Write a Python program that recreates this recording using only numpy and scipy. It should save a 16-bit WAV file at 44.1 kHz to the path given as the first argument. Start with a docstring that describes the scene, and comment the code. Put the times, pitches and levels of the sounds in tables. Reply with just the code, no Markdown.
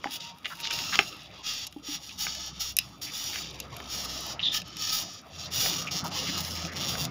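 """Outdoors, a phone microphone close to a handful of clinging rhinoceros beetles. From the start they hiss
in strokes, scraping the abdomen on the wing cases: tooth clicks over a dry rub. A thin whistle sounds far
off in the first second; a distant engine hums. Knocks and low thumps sound through the hiss, hardest at 1 s.
Claws snap off the shells, loudest near 2.8 s, and squeak, loudest near 4.5 s; feet and leg spines tick
faintly throughout. From about 5.5 s the engine runs faster and a rumble grows, with short gusts from 6 s."""
import sys
import numpy as np
from scipy import signal
from scipy.fft import rfft, irfft, next_fast_len
from scipy.io import wavfile
from scipy.ndimage import uniform_filter1d, map_coordinates

SR = 44100
rng = np.random.default_rng(int(sys.argv[2]) if len(sys.argv) > 2 else 0)


def output_pcm(signal):
    """Save a mono or channel-first signal as 16-bit PCM at the path in sys.argv[1].

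    Samples are clipped to [-1, 1] before scaling.
    """
    pcm = np.clip(np.atleast_2d(signal).T, -1, 1) * 32767
    wavfile.write(sys.argv[1], SR, np.round(pcm).astype(np.int16))


N = 313110
TIME = np.arange(N) / SR
FFT_SIZE = 4096
BIN_HZ = np.maximum(np.arange(FFT_SIZE // 2 + 1) * SR / FFT_SIZE, 1)
AGE = np.arange(FFT_SIZE) / SR  # seconds since a contact

# Levels set the balance within a table; a source's function may trim them further.
# strokes of the abdomen: start_s, length_s, rise_s, level_db, swell_db, midstroke_teeth_hz, grip (0-1),
# body_db (low case resonances), treble_db (top octave)
STROKES = [ (0.0, 0.098, 0.039, -52.5, 3, 640, 0.02, 1, -12),
           (0.085, .075, .045, -41.5, -1.5, 633, 0.27, 3, -0.5),
           (0.195, .11, .012, -45, -4, 640, 0.17, 2.5, -14),
           (0.442, 0.18, .02, -53.5, -1, 720, 0.16, 3, 0.5), (0.62, .06, .025, -41, 1, 759.8, .3, 2, -19),
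           (0.69, 0.31, .04, -34, -3.5, 430, .5, -3.5, -12.5),
           (0.979, .12, .02, -42, -2, 420, 0.45, -2, -7.5),
           (1.111, .16, 0.012, -51, -8, 302.6, 0.36, 6.5, -9),
           (1.30, .11, 0.038, -60, 3, 498.5, 0.45, 7.5, -13),
           (1.424, .225, .045, -34, -7, 559, 0.8, -1.5, -14.5),
           (1.823, 0.13, 0.059, -39.5, 4, 427, 0.73, -2, -9),
           (1.978, 0.21, 0.059, -46, -7, 169.4, 0.37, -4, -8),
           (2.172, 0.083, 0.033, -33, 0, 698.5, 0.69, -5.5, -7.5),
           (2.26, 0.24, 0.019, -37, -5, 390.3, 0.68, -5.5, -17),
           (2.509, 0.07, 0.039, -53, 3.5, 451.7, .6, 1, -14),
           (2.591, 0.12, .02, -31, -10, 603, 0.82, -6.5, -10),
           (2.789, 0.17, 0.011, -51, -11, 300.2, 0.49, -0.5, -6.5),
           (3.012, 0.042, 0.0073, -37, -1, 451.3, 0.55, -6, -5.5),
           (3.062, 0.051, .01, -45, -4, 452.3, 0.45, -1, -6),
           (3.098, 0.32, 0.063, -36.5, -2, 598, .45, -5, -8),
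           (3.41, 0.1, 0.0096, -42.5, -8, 429.5, 0.36, 0.5, -17),
           (3.522, .13, 0.0199, -54, -2, 299.8, .3, 2.5, -10.5),
           (3.689, 0.19, 0.039, -53, 1, 298.8, 0.23, 2.5, -10),
           (3.875, 0.18, 0.043, -36.5, -1, 471.4, 0.76, -6.5, -9.5),
           (4.058, 0.27, 0.038, -38, -1, 367, .8, -5, -12.5),
           (4.389, .12, .03, -49, 0, 499, 0.43, 9.5, -21),
           (4.51, 0.071, 0.042, -28.5, -4, 791, 0.49, -2, -10),
           (4.63, .13, 0.043, -48, -2, 547.6, 0.28, -0.5, -18),
           (4.759, .15, .05, -34.5, -1, 517.4, 0.49, -5.5, -12.5),
           (4.91, .11, .02, -27, -6.5, 680, 0.57, -6, -7),
           (5.02, .17, .015, -41.5, -4.5, 361, .75, -7, -17),
           (5.297, 0.077, 0.036, -51, 2, 259.9, 0.42, 0, -12),
           (5.376, .10, .02, -40.5, -5, 249.1, 0.49, -5.5, -17),
           (5.501, .115, 0.058, -29.5, -1, 701.3, 0.68, -5, -6),
           (5.601, 0.094, 0.023, -27, -3, 689.7, 0.77, -6, -6),
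           (5.684, 0.14, .015, -32.5, -2, 200.1, 0.36, -5.5, -11),
           (5.838, 0.041, 0.0099, -42, -1, 159.6, .4, -5, -13),
           (5.906, 0.087, 0.0078, -33, 1, 229, .9, -8, -15),
           (6.039, 0.032, 0.0083, -38, 0, 149.5, 0.68, -6.5, -9),
           (6.095, 0.29, .07, -33.5, -5, 370.4, 0.64, -2, -13.5),
           (6.361, 0.21, .02, -36, -4.5, 180.5, 0.17, -5.5, -6),
           (6.548, 0.13, 0.013, -39, -0.5, 200.8, 0.53, -5, -15.5),
           (6.715, .02, 0.0072, -43.5, 0, 149.6, .6, -5, -10),
           (6.743, 0.15, .025, -39, 3, 150, 0.69, -3, -10.5),
           (6.874, 0.082, .015, -34, -5, 329.6, .85, -2.5, -7),
           (6.956, 0.091, .03, -37, -0.5, 191, .65, -4, -5.5), ]
# rubbing between strokes, one row: level_db, teeth_hz, grip (0-1), body_db, treble_db
IDLE_RUB = (-69, 300, 0.32, 7.5, 2)
# broad response of the wing cases: frequency_hz, gain_db
WING_CASE = [(150, -8), (700, -11.5), (1600, -5.5), (2200, -12), (3000, -0.5), (4300, -5.5), (5400, -0.5),
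             (7000, -9), (7900, -30.5), (9000, -27.5), (11000, -18.5), (13500, -22.5), (15200, -12),
             (16000, -19)]
# their resonances: centre_hz, width_hz, lift_db
WING_CASE_PEAKS = [(865.6, 182.4, 16), (1265.5, 74, 20), (1760, 370, 9.5), (2720, 330, 3),
                   (3100, 200, -0.5), (3535, 110, 4), (3770, 44, 7.5), (4670, 160, 3), (5760, 310, 3.5),
                   (6170, 600, -5.5), (6650, 160, 4), (10850, 200, -9), (12530, 170, -2), (12160, 840, -13)]
# distant engine: time_s, firing_hz, level_db, second_harmonic_db
ENGINE = [(0.0, 65, -77, -8), (0.6, 61.7, -65, -14), (2.15, 64, -62, -15), (2.28, 64, -52, -12),
          (2.88, 63, -53, -4), (3.12, 66.24, -68, -14), (3.35, 66.4, -54, -12), (4.05, 64.9, -51, -23),
          (4.82, 62.96, -57, -6), (5.1, 66, -80, -8), (5.45, 79.57, -51, -3.5), (5.68, 85.18, -55, 6),
          (6.1, 86.03, -54, -2), (6.3, 82.7, -45.5, -12), (6.8, 84.5, -42.5, -5.5), (7.1, 84.4, -63, 7)]
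# low outdoor rumble: frequency_hz, gain_db
RUMBLE_SPECTRUM = [(25, -38), (50, -22.5), (88, -3), (125, -4.5), (168, -1), (220, -6.5), (300, -7),
                   (450, -24), (700, -49)]
# its course: time_s, level_db
RUMBLE_LEVEL = [(0.0, -58.5), (0.3, -61.5), (0.51, -61), (0.87, -49.5), (1.01, -51), (1.26, -61),
                (3.7, -55.5), (3.95, -52.5), (5.04, -55), (5.24, -60.5), (5.46, -50), (5.65, -45.5),
                (6.05, -47), (6.25, -46.5), (6.37, -46.5), (6.64, -52), (6.8, -45), (7.1, -40)]
# midrange outdoor rush: frequency_hz, gain_db
RUSH_SPECTRUM = [(200, -7), (400, -4), (700, 1), (1000, -5), (1260, 3.5), (1500, -10), (2300, -7.5),
                 (4000, -26.5), (8000, -26)]
# its course: time_s, level_db
RUSH_LEVEL = [(0.0, -56), (0.55, -62), (0.71, -49), (0.89, -49), (1.09, -56), (1.54, -58.5), (1.72, -63.5),
              (2.25, -59.5), (2.63, -61), (3.99, -48), (4.33, -49.5), (4.63, -56), (5.38, -56), (5.67, -45),
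              (5.77, -46), (6.56, -46.5), (6.86, -44), (7.1, -44.5)]
# far whistle: start_s, length_s, level_db
WHISTLES = [(0.0, 0.31, -55), (0.213, 0.18, -49.5), (0.54, 0.34, -46.5)]
# hard knocks: start_s, level_db, centre_hz
KNOCKS = [(0.042, -15, 1140), (0.071, -24.5, 1600), (0.456, -14.5, 3300), (0.652, -21, 3800),
          (0.671, -22, 4800), (0.708, -20, 5200), (0.955, -13, 4800), (0.99, 1.5, 2940),
          (2.267, -17.5, 1700), (3.358, -20, 3750), (3.802, -28, 770), (5.659, -17.5, 2820),
          (6.292, -23.5, 3760), (6.953, -21, 1210)]
# modes they ring: pitch_hz, level_db, t60_s
KNOCK_MODES = [(392, -7.5, 0.088), (680, -3, 0.045), (840, -4, 0.035), (1260, 4.5, 0.072), (1800, 3, 0.025),
               (2600, -20, 0.025), (3010, 8.5, 0.032)]
# colour of a knock: frequency_hz, gain_db
KNOCK_BODY = [(40, -26), (120, -13), (350, 0.5), (1000, 5), (1900, 7.5), (3100, -1), (4200, -11),
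              (6800, -9), (8500, -26)]
# low thumps, and from 6 s gusts of the rumble: start_s, level_db, pitch_hz, t60_s, overtone_hz, overtone_db
THUMPS_AND_GUSTS = [(0.0571, -26.5, 284, 0.042, 820, 8.5), (0.991, -20.5, 384, 0.042, 730, 6.5),
                    (1.763, -29, 292.4, 0.07, 830, -12), (1.886, -32, 290, 0.13, 830, -16),
                    (6.03, -28.5, 165, .14, 329.9, -21), (6.29, -31, 280.3, 0.096, 556.4, -11.5),
                    (6.64, -31, 169.8, 0.2, 340.2, -17), (7.01, -32, 150.4, 0.18, 260, -12)]
# claws snapping off a shell: start_s, level_db, ring_hz, crack_db
SNAPS = [(0.2057, -31, 4550, -30), (0.3843, -41, 3600, -6), (0.6016, -25.5, 2430, -13),
         (0.609, -30, 2980, -2), (0.7367, -24.5, 3190, -7), (0.788, -21, 3050, -17), (1.667, -26, 5730, -9),
         (1.6715, -27, 6610, -6), (1.725, -36, 3787, -10), (2.091, -31, 2658, -32),
         (2.3494, -27.5, 4705, -11), (2.604, -40, 4922, -17), (2.7668, -8.5, 6740, 3),
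         (2.7865, -4.5, 3980, -6), (3.015, -39, 5540, -7), (3.24, -27, 5500, 2), (3.601, -20.5, 5338, -7.5),
         (3.7661, -29, 5050, -3.5), (4.0475, -27.5, 4956, -7), (4.6174, -27, 3501, -16),
         (4.768, -23.5, 4174, -12), (6.5966, -38, 5612, -25), (6.649, -24, 5156, -29),
         (6.621, -31, 5750, -23), (7.0511, -18.5, 5720, -10.5)]
# broad response of a snapped shell: frequency_hz, gain_db
SHELL = [(700, -47), (1500, -2), (2500, -3.5), (7000, -1.5), (8200, -15), (15000, -30)]
# its resonances: centre_hz, width_hz, lift_db
SHELL_PEAKS = [(2650, 710, 13.4), (3840, 180, 12), (5200, 530, 7.5), (6700, 300, 5.8)]
# claws skidding on a shell: start_s, length_s, level_db, centre_hz, width_hz
SQUEAKS = [(0.443, 0.028, -36.5, 2550, 1580), (0.5, 0.039, -41.5, 1350, 705),
           (0.586, 0.015, -47.5, 2400, 2490), (0.628, 0.053, -35.5, 3570, 2040),
           (0.702, 0.018, -32, 2700, 1200), (0.922, 0.036, -31.5, 1500, 1100),
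           (0.931, 0.028, -33.5, 3300, 1800), (2.092, 0.029, -45.5, 2912, 1212),
           (3.06, 0.047, -46, 2318, 905), (3.326, 0.07, -42, 2390, 1624), (4.392, 0.012, -31, 2850, 1105),
           (4.426, 0.033, -27.5, 3650, 604), (4.453, 0.037, -26, 3526, 538),
           (4.497, 0.039, -34, 3506, 449.4), (5.431, 0.041, -42.5, 3896, 1609),
           (5.869, 0.025, -35.5, 2568, 693), (6.264, 0.04, -39, 2434, 1820), (6.672, 0.067, -45, 1802, 900),
           (6.808, 0.043, -39, 3528, 1192)]
# treble roll-off of a squeak: frequency_hz, gain_db
SQUEAK_ROLLOFF = [(6500, 3), (8200, -24)]


def undb(db):
    """Decibels to gain."""
    return 10 ** (np.asarray(db) / 20)


def unit(x):
    """Scale to rms 1."""
    return x / np.sqrt(np.mean(x ** 2) + 1e-18)


def peak(x, db):
    """Scale so that the loudest millisecond has the given rms level."""
    return x * undb(db) / np.sqrt(uniform_filter1d(x ** 2, size=44, mode="constant").max())


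def curves(rows):
    """Each column of a table, joined by straight lines in time."""
    time_s, *columns = np.transpose(rows)
    return [np.interp(TIME, time_s, column) for column in columns]


def add(out, start_s, x):
    """Mix x in from start_s."""
    i = max(int(start_s * SR), 0)
    out[i:i + len(x)] += x[:N - i]


def wander(rate_hz):
    """Smooth random wander with spread 1."""
    hold = int(SR / rate_hz)
    steps = np.repeat(rng.standard_normal(N // hold + 1), hold)
    return unit(uniform_filter1d(steps, hold)[:N])


def spectrum_db(points, peaks=()):
    """A broad spectrum with narrow resonances on it, in dB per bin."""
    hz, db = np.transpose(points)
    lifts_db = sum(lift / (1 + (2 * (BIN_HZ - centre) / width) ** 2) for centre, width, lift in peaks)
    return np.interp(np.log(BIN_HZ), np.log(hz), db) + lifts_db


def resonance_db(hz, width_hz):
    """Response of one resonance, in dB per bin."""
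    return -10 * np.log10(1 + ((BIN_HZ / hz - hz / BIN_HZ) * hz / width_hz) ** 2)


def colour(x, db):
    """Minimum-phase filter with the given response, so that clicks keep a sharp front."""
    cepstrum = irfft(np.log(undb(np.maximum(db, -90))))
    cepstrum[1:FFT_SIZE // 2] *= 2
    cepstrum[FFT_SIZE // 2 + 1:] = 0
    impulse_response = irfft(np.exp(rfft(cepstrum)))
    return signal.fftconvolve(x, impulse_response)[:len(x)]


def above(x, hz):
    """The part of x above hz."""
    return signal.sosfiltfilt(signal.butter(4, hz, "high", fs=SR, output="sos"), x)


def fade(t60_s):
    """Exponential decay after a blow."""
    return np.exp(-np.log(1000) * AGE / t60_s)


def contact(chatter_db, t60_s):
    """One sharp impulse followed by a brief chatter of the surfaces."""
    chatter = rng.standard_normal(FFT_SIZE) * fade(t60_s) * (1 - fade(0.0018))
    return (AGE == 0) + undb(chatter_db) * chatter / np.linalg.norm(chatter)


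def slips(hz, uneven, scatter_db):
    """Stick-slip impulses of mean power 1: the more uneven, the more waits and strengths scatter."""
    out, i = np.zeros(len(hz)), 0
    for wait, strength in rng.standard_normal((len(hz) // 20, 2)):
        if i >= len(hz):
            break
        period = SR / hz[i]
        out[i] = np.sqrt(period) * undb(scatter_db * uneven[i] * np.clip(strength, -2, 1.5))
        i += max(int(period * np.exp(uneven[i] * wait)), 1)
    return unit(out)


def abdomen_strokes(release_db_per_s=550, slowing_octaves=0.6, treble_per_db=0.26):
    """Strokes rise, slow and die away. Returns curves of level_db, teeth_hz, grip, body_db, treble_db."""
    t = np.arange(0, N, 64) / SR
    start, length, rise, db, swell_db, teeth_hz, grip, body_db, treble_db = np.transpose(STROKES)[..., None]
    age = t - start
    attack_db = 20 * np.log10(np.clip(age / rise, 1e-6, 1))
    held = np.clip((age - rise) / np.maximum(length - rise, 0.01), 0, 1)
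    effort_db = attack_db + swell_db * held - release_db_per_s * np.maximum(age - length, 0)
    teeth_hz = teeth_hz * 2 ** (slowing_octaves * (0.5 - np.clip(age / length, 0, 1)))
    treble_db = treble_db + treble_per_db * np.maximum(effort_db - swell_db / 2, -20)
    # where strokes overlap, the strongest sets the character
    power, idle_power = undb(db + effort_db) ** 2, undb(IDLE_RUB[0]) ** 2
    total = power.sum(axis=0) + idle_power
    character = [((power * active).sum(axis=0) + idle_power * idle) / total
                 for active, idle in zip((teeth_hz, grip, body_db, treble_db), IDLE_RUB[1:])]
    return curves(np.transpose([t, 10 * np.log10(total), *character]))


def stridulation(level_db, teeth_hz, grip, body_db, treble_db):
    """Teeth click past the scraper while the surfaces rub; both ring the wing cases."""
    # a firm grip puts the power into the tooth clicks and spaces them evenly
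    teeth = slips(teeth_hz, uneven=0.55 * (1 - grip), scatter_db=4)
    rub = unit(rng.standard_normal(N) * undb(3.46 * wander(500)))
    force = (np.sqrt(grip) * teeth + np.sqrt(1 - grip) * rub) * undb(wander(45))
    hiss = close_reflections(colour(force, spectrum_db(WING_CASE, WING_CASE_PEAKS)))
    # contact point and pressure shift the weight between the low resonances and the top octave
    body_up, core_up, top_up, tip = (above(hiss, hz) for hz in (2100, 4300, 8300, 13500))
    low = undb(-15.5) * unit(hiss - body_up)
    body = undb(body_db - 0.76) * unit(body_up - core_up)
    core = undb(-1.75) * unit(core_up - top_up)
    firmness_db = np.clip(0.5 * (level_db + 36), -7, 2)  # only firm strokes excite the highest ring fully
    top = undb(-5.5) * unit(top_up - tip) + undb(firmness_db - 0.5) * unit(tip)
    return undb(level_db) * (low + body + core + undb(treble_db) * top)


def close_reflections(x, strength=0.27, drift=0.0714):
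    """Paths off the shells, hand and phone lengthen and shorten, so the comb of resonances shifts."""
    out = x
    for lag_s in (0.0009, 0.0014, 0.0023, 0.0037):
        delay = lag_s * SR * (1 + drift * wander(1.5))
        out = out + strength * map_coordinates(x, [np.arange(N) - delay], order=3)
    return out


def distant_engine():
    """An engine far from the microphone: a wavering firing tone and two harmonics above it."""
    firing_hz, level_db, second_db = curves(ENGINE)
    phase = 2 * np.pi * np.cumsum(firing_hz * (1 + 0.0253 * wander(20))) / SR
    hum = np.sin(phase) + undb(second_db) * np.sin(2 * phase) + undb(-24) * np.sin(3 * phase)
    return unit(hum) * undb(level_db - 1 + 2.1 * wander(5.4))


def outdoor_noise(spectrum, levels, gain_db, flicker_db, flicker_hz):
    """The rumble or rush of the place: noise whose half-octave bands swell and sink on their own."""
    hz, db = np.transpose(spectrum)
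    size = next_fast_len(N, real=True)
    log_hz = np.log(np.maximum(np.arange(size // 2 + 1) * SR / size, 1))
    noise = rfft(rng.standard_normal(size)) * undb(np.interp(log_hz, np.log(hz), db))
    edges = np.arange(np.log(hz[0]), np.log(hz[-1]), np.log(2) / 2)
    out = np.zeros(N)
    for low, high in zip(edges, edges[1:]):
        band = irfft(noise * ((log_hz >= low) & (log_hz < high)), size)[:N]
        out += band * undb(flicker_db * wander(flicker_hz))
    return unit(out) * undb(curves(levels)[0] + gain_db)


def far_whistle(pitch_hz=924):
    """A thin, unsteady tone that fades in and out in the distance."""
    envelope = np.zeros(N)
    for start_s, length_s, level_db in WHISTLES:
        add(envelope, start_s, undb(level_db) * signal.windows.tukey(int(length_s * SR), 0.5))
    phase = 2 * np.pi * np.cumsum(pitch_hz * (1 + 0.014 * wander(85.7))) / SR
    return envelope * np.sin(phase)


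def knocks():
    """Hard, dull blows close by, each with the same short ring."""
    out = np.zeros(N)
    ring = sum(undb(db) * np.sin(2 * np.pi * hz * AGE) * fade(t60_s) for hz, db, t60_s in KNOCK_MODES)
    for start_s, level_db, centre_hz in KNOCKS:
        response_db = resonance_db(centre_hz, 1660) + spectrum_db(KNOCK_BODY)
        blow = colour(contact(chatter_db=5.5, t60_s=0.011), response_db)
        add(out, start_s + 0.0005, peak(peak(blow, 0) + peak(ring, -14), level_db - 7.5))
    return out


def thumps_and_gusts():
    """Low thumps, and from 6 s short gusts of the rumble: a low tone and an overtone that dies sooner."""
    out = np.zeros(N)
    for start_s, level_db, pitch_hz, t60_s, overtone_hz, overtone_db in THUMPS_AND_GUSTS:
        tone = np.sin(2 * np.pi * pitch_hz * AGE) * fade(t60_s)
        overtone = undb(overtone_db) * np.sin(2 * np.pi * overtone_hz * AGE) * fade(0.58 * t60_s)
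        add(out, start_s, undb(level_db) * (tone + overtone) * (1 - fade(0.0077)))
    return out


def foot_ticks(count, offset_db, scatter_db):
    """Feet shift all the time: faint ticks, each with its own hollow colour; levels follow the rush."""
    out, rush_db = np.zeros(N), curves(RUSH_LEVEL)[0]
    for when, size, tone in rng.random((count, 3)):
        tick = colour(contact(chatter_db=-6.5, t60_s=0.11), 2 * resonance_db(900 * 4 ** tone, 900))
        level_db = rush_db[int(when * N)] + offset_db + scatter_db * size ** 2
        add(out, when * N / SR, peak(tick, level_db))
    return out


def spine_flicks(stroke_db, count, offset_db, scatter_db):
    """Leg spines flick over the shells: tiny, very high ticks, stronger while the beetles strain."""
    out = np.zeros(N)
    for when, size, tone in rng.random((count, 3)):
        tick = colour(contact(chatter_db=5, t60_s=0.0099), 2 * resonance_db(10000 + 4500 * tone, 6000))
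        level_db = 0.5 * stroke_db[int(when * N)] + offset_db + scatter_db * size ** 2
        add(out, when * N / SR, peak(tick, level_db))
    return out


def claw_snaps(t60_s=0.021):
    """A claw lets go: a very short high crack and a ring of the shell."""
    out, shell_db = np.zeros(N), spectrum_db(SHELL, SHELL_PEAKS)
    for start_s, level_db, ring_hz, crack_db in SNAPS:
        ring = colour(contact(chatter_db=3, t60_s=t60_s), resonance_db(ring_hz, 4900) + shell_db)
        crack = colour(contact(chatter_db=-6, t60_s=0.78 * t60_s), 2 * resonance_db(11400, 3600))
        crack_share = min(undb(crack_db + 3) ** 2, 0.75)
        snap = np.sqrt(1 - crack_share) * peak(ring, 0) + np.sqrt(crack_share) * peak(crack, 0)
        add(out, start_s + 0.00077, peak(snap, level_db - 7))
    return out


def claw_squeaks(slip_hz=360.0):
    """A claw skids in quick uneven slips, each ringing one patch of the shell."""
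    out = np.zeros(N)
    for start_s, length_s, level_db, centre_hz, width_hz in SQUEAKS:
        n = int(length_s * SR)
        force = slips(np.full(n, slip_hz), uneven=np.full(n, 0.3), scatter_db=3)
        force = (force + 0.52 * rng.standard_normal(n)) * signal.windows.tukey(n, 0.2)
        # a cluster of close modes with steep sides, the middle one ringing longest
        cluster_db = np.maximum(-7 * (np.log(BIN_HZ / centre_hz) * centre_hz / width_hz) ** 2, -40)
        patch_db = cluster_db + 1.02 * resonance_db(centre_hz, width_hz) + spectrum_db(SQUEAK_ROLLOFF)
        skid = colour(np.pad(force, (0, FFT_SIZE)), patch_db)
        add(out, start_s, skid * undb(level_db) * np.sqrt(n / np.sum(skid ** 2)))
    return out


def ground_and_wall_echo(x):
    """Ground and walls scatter the sound back to the microphone, 4 ms late and duller."""
    scatter = rng.standard_normal(FFT_SIZE) * fade(t60_s=0.13) * (AGE > 0.004)
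    echo = signal.fftconvolve(near_sound := x, scatter / np.linalg.norm(scatter))[:N]
    return colour(echo, spectrum_db([(300, 2), (5000, -3), (10000, -25)]))


def scene():
    """One microphone: the beetles right in front, their faint echo, and the outdoors far behind."""
    stroke_db, *character = abdomen_strokes()
    near = stridulation(stroke_db, *character) + claw_snaps() + knocks()
    near += thumps_and_gusts() + claw_squeaks()
    near += foot_ticks(count=80, offset_db=-4, scatter_db=11)
    near += spine_flicks(stroke_db, count=70, offset_db=-31, scatter_db=12.5)
    echo = undb(-9) * ground_and_wall_echo(near)
    engine = distant_engine()
    rumble = outdoor_noise(RUMBLE_SPECTRUM, RUMBLE_LEVEL, gain_db=4, flicker_db=3.5, flicker_hz=16)
    rush = outdoor_noise(RUSH_SPECTRUM, RUSH_LEVEL, gain_db=3, flicker_db=4, flicker_hz=28)
    return (near + echo + engine + rumble + rush + far_whistle())[None]


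def record(dry):
    """The phone clips at full scale and cuts the treble above 15550 Hz."""
    lowpass = signal.ellip(10, 0.2, 70, 15550, fs=SR, output="sos")
    return signal.sosfilt(lowpass, np.clip(dry, -1, 1))


dry = scene()
out = record(dry)
output_pcm(out)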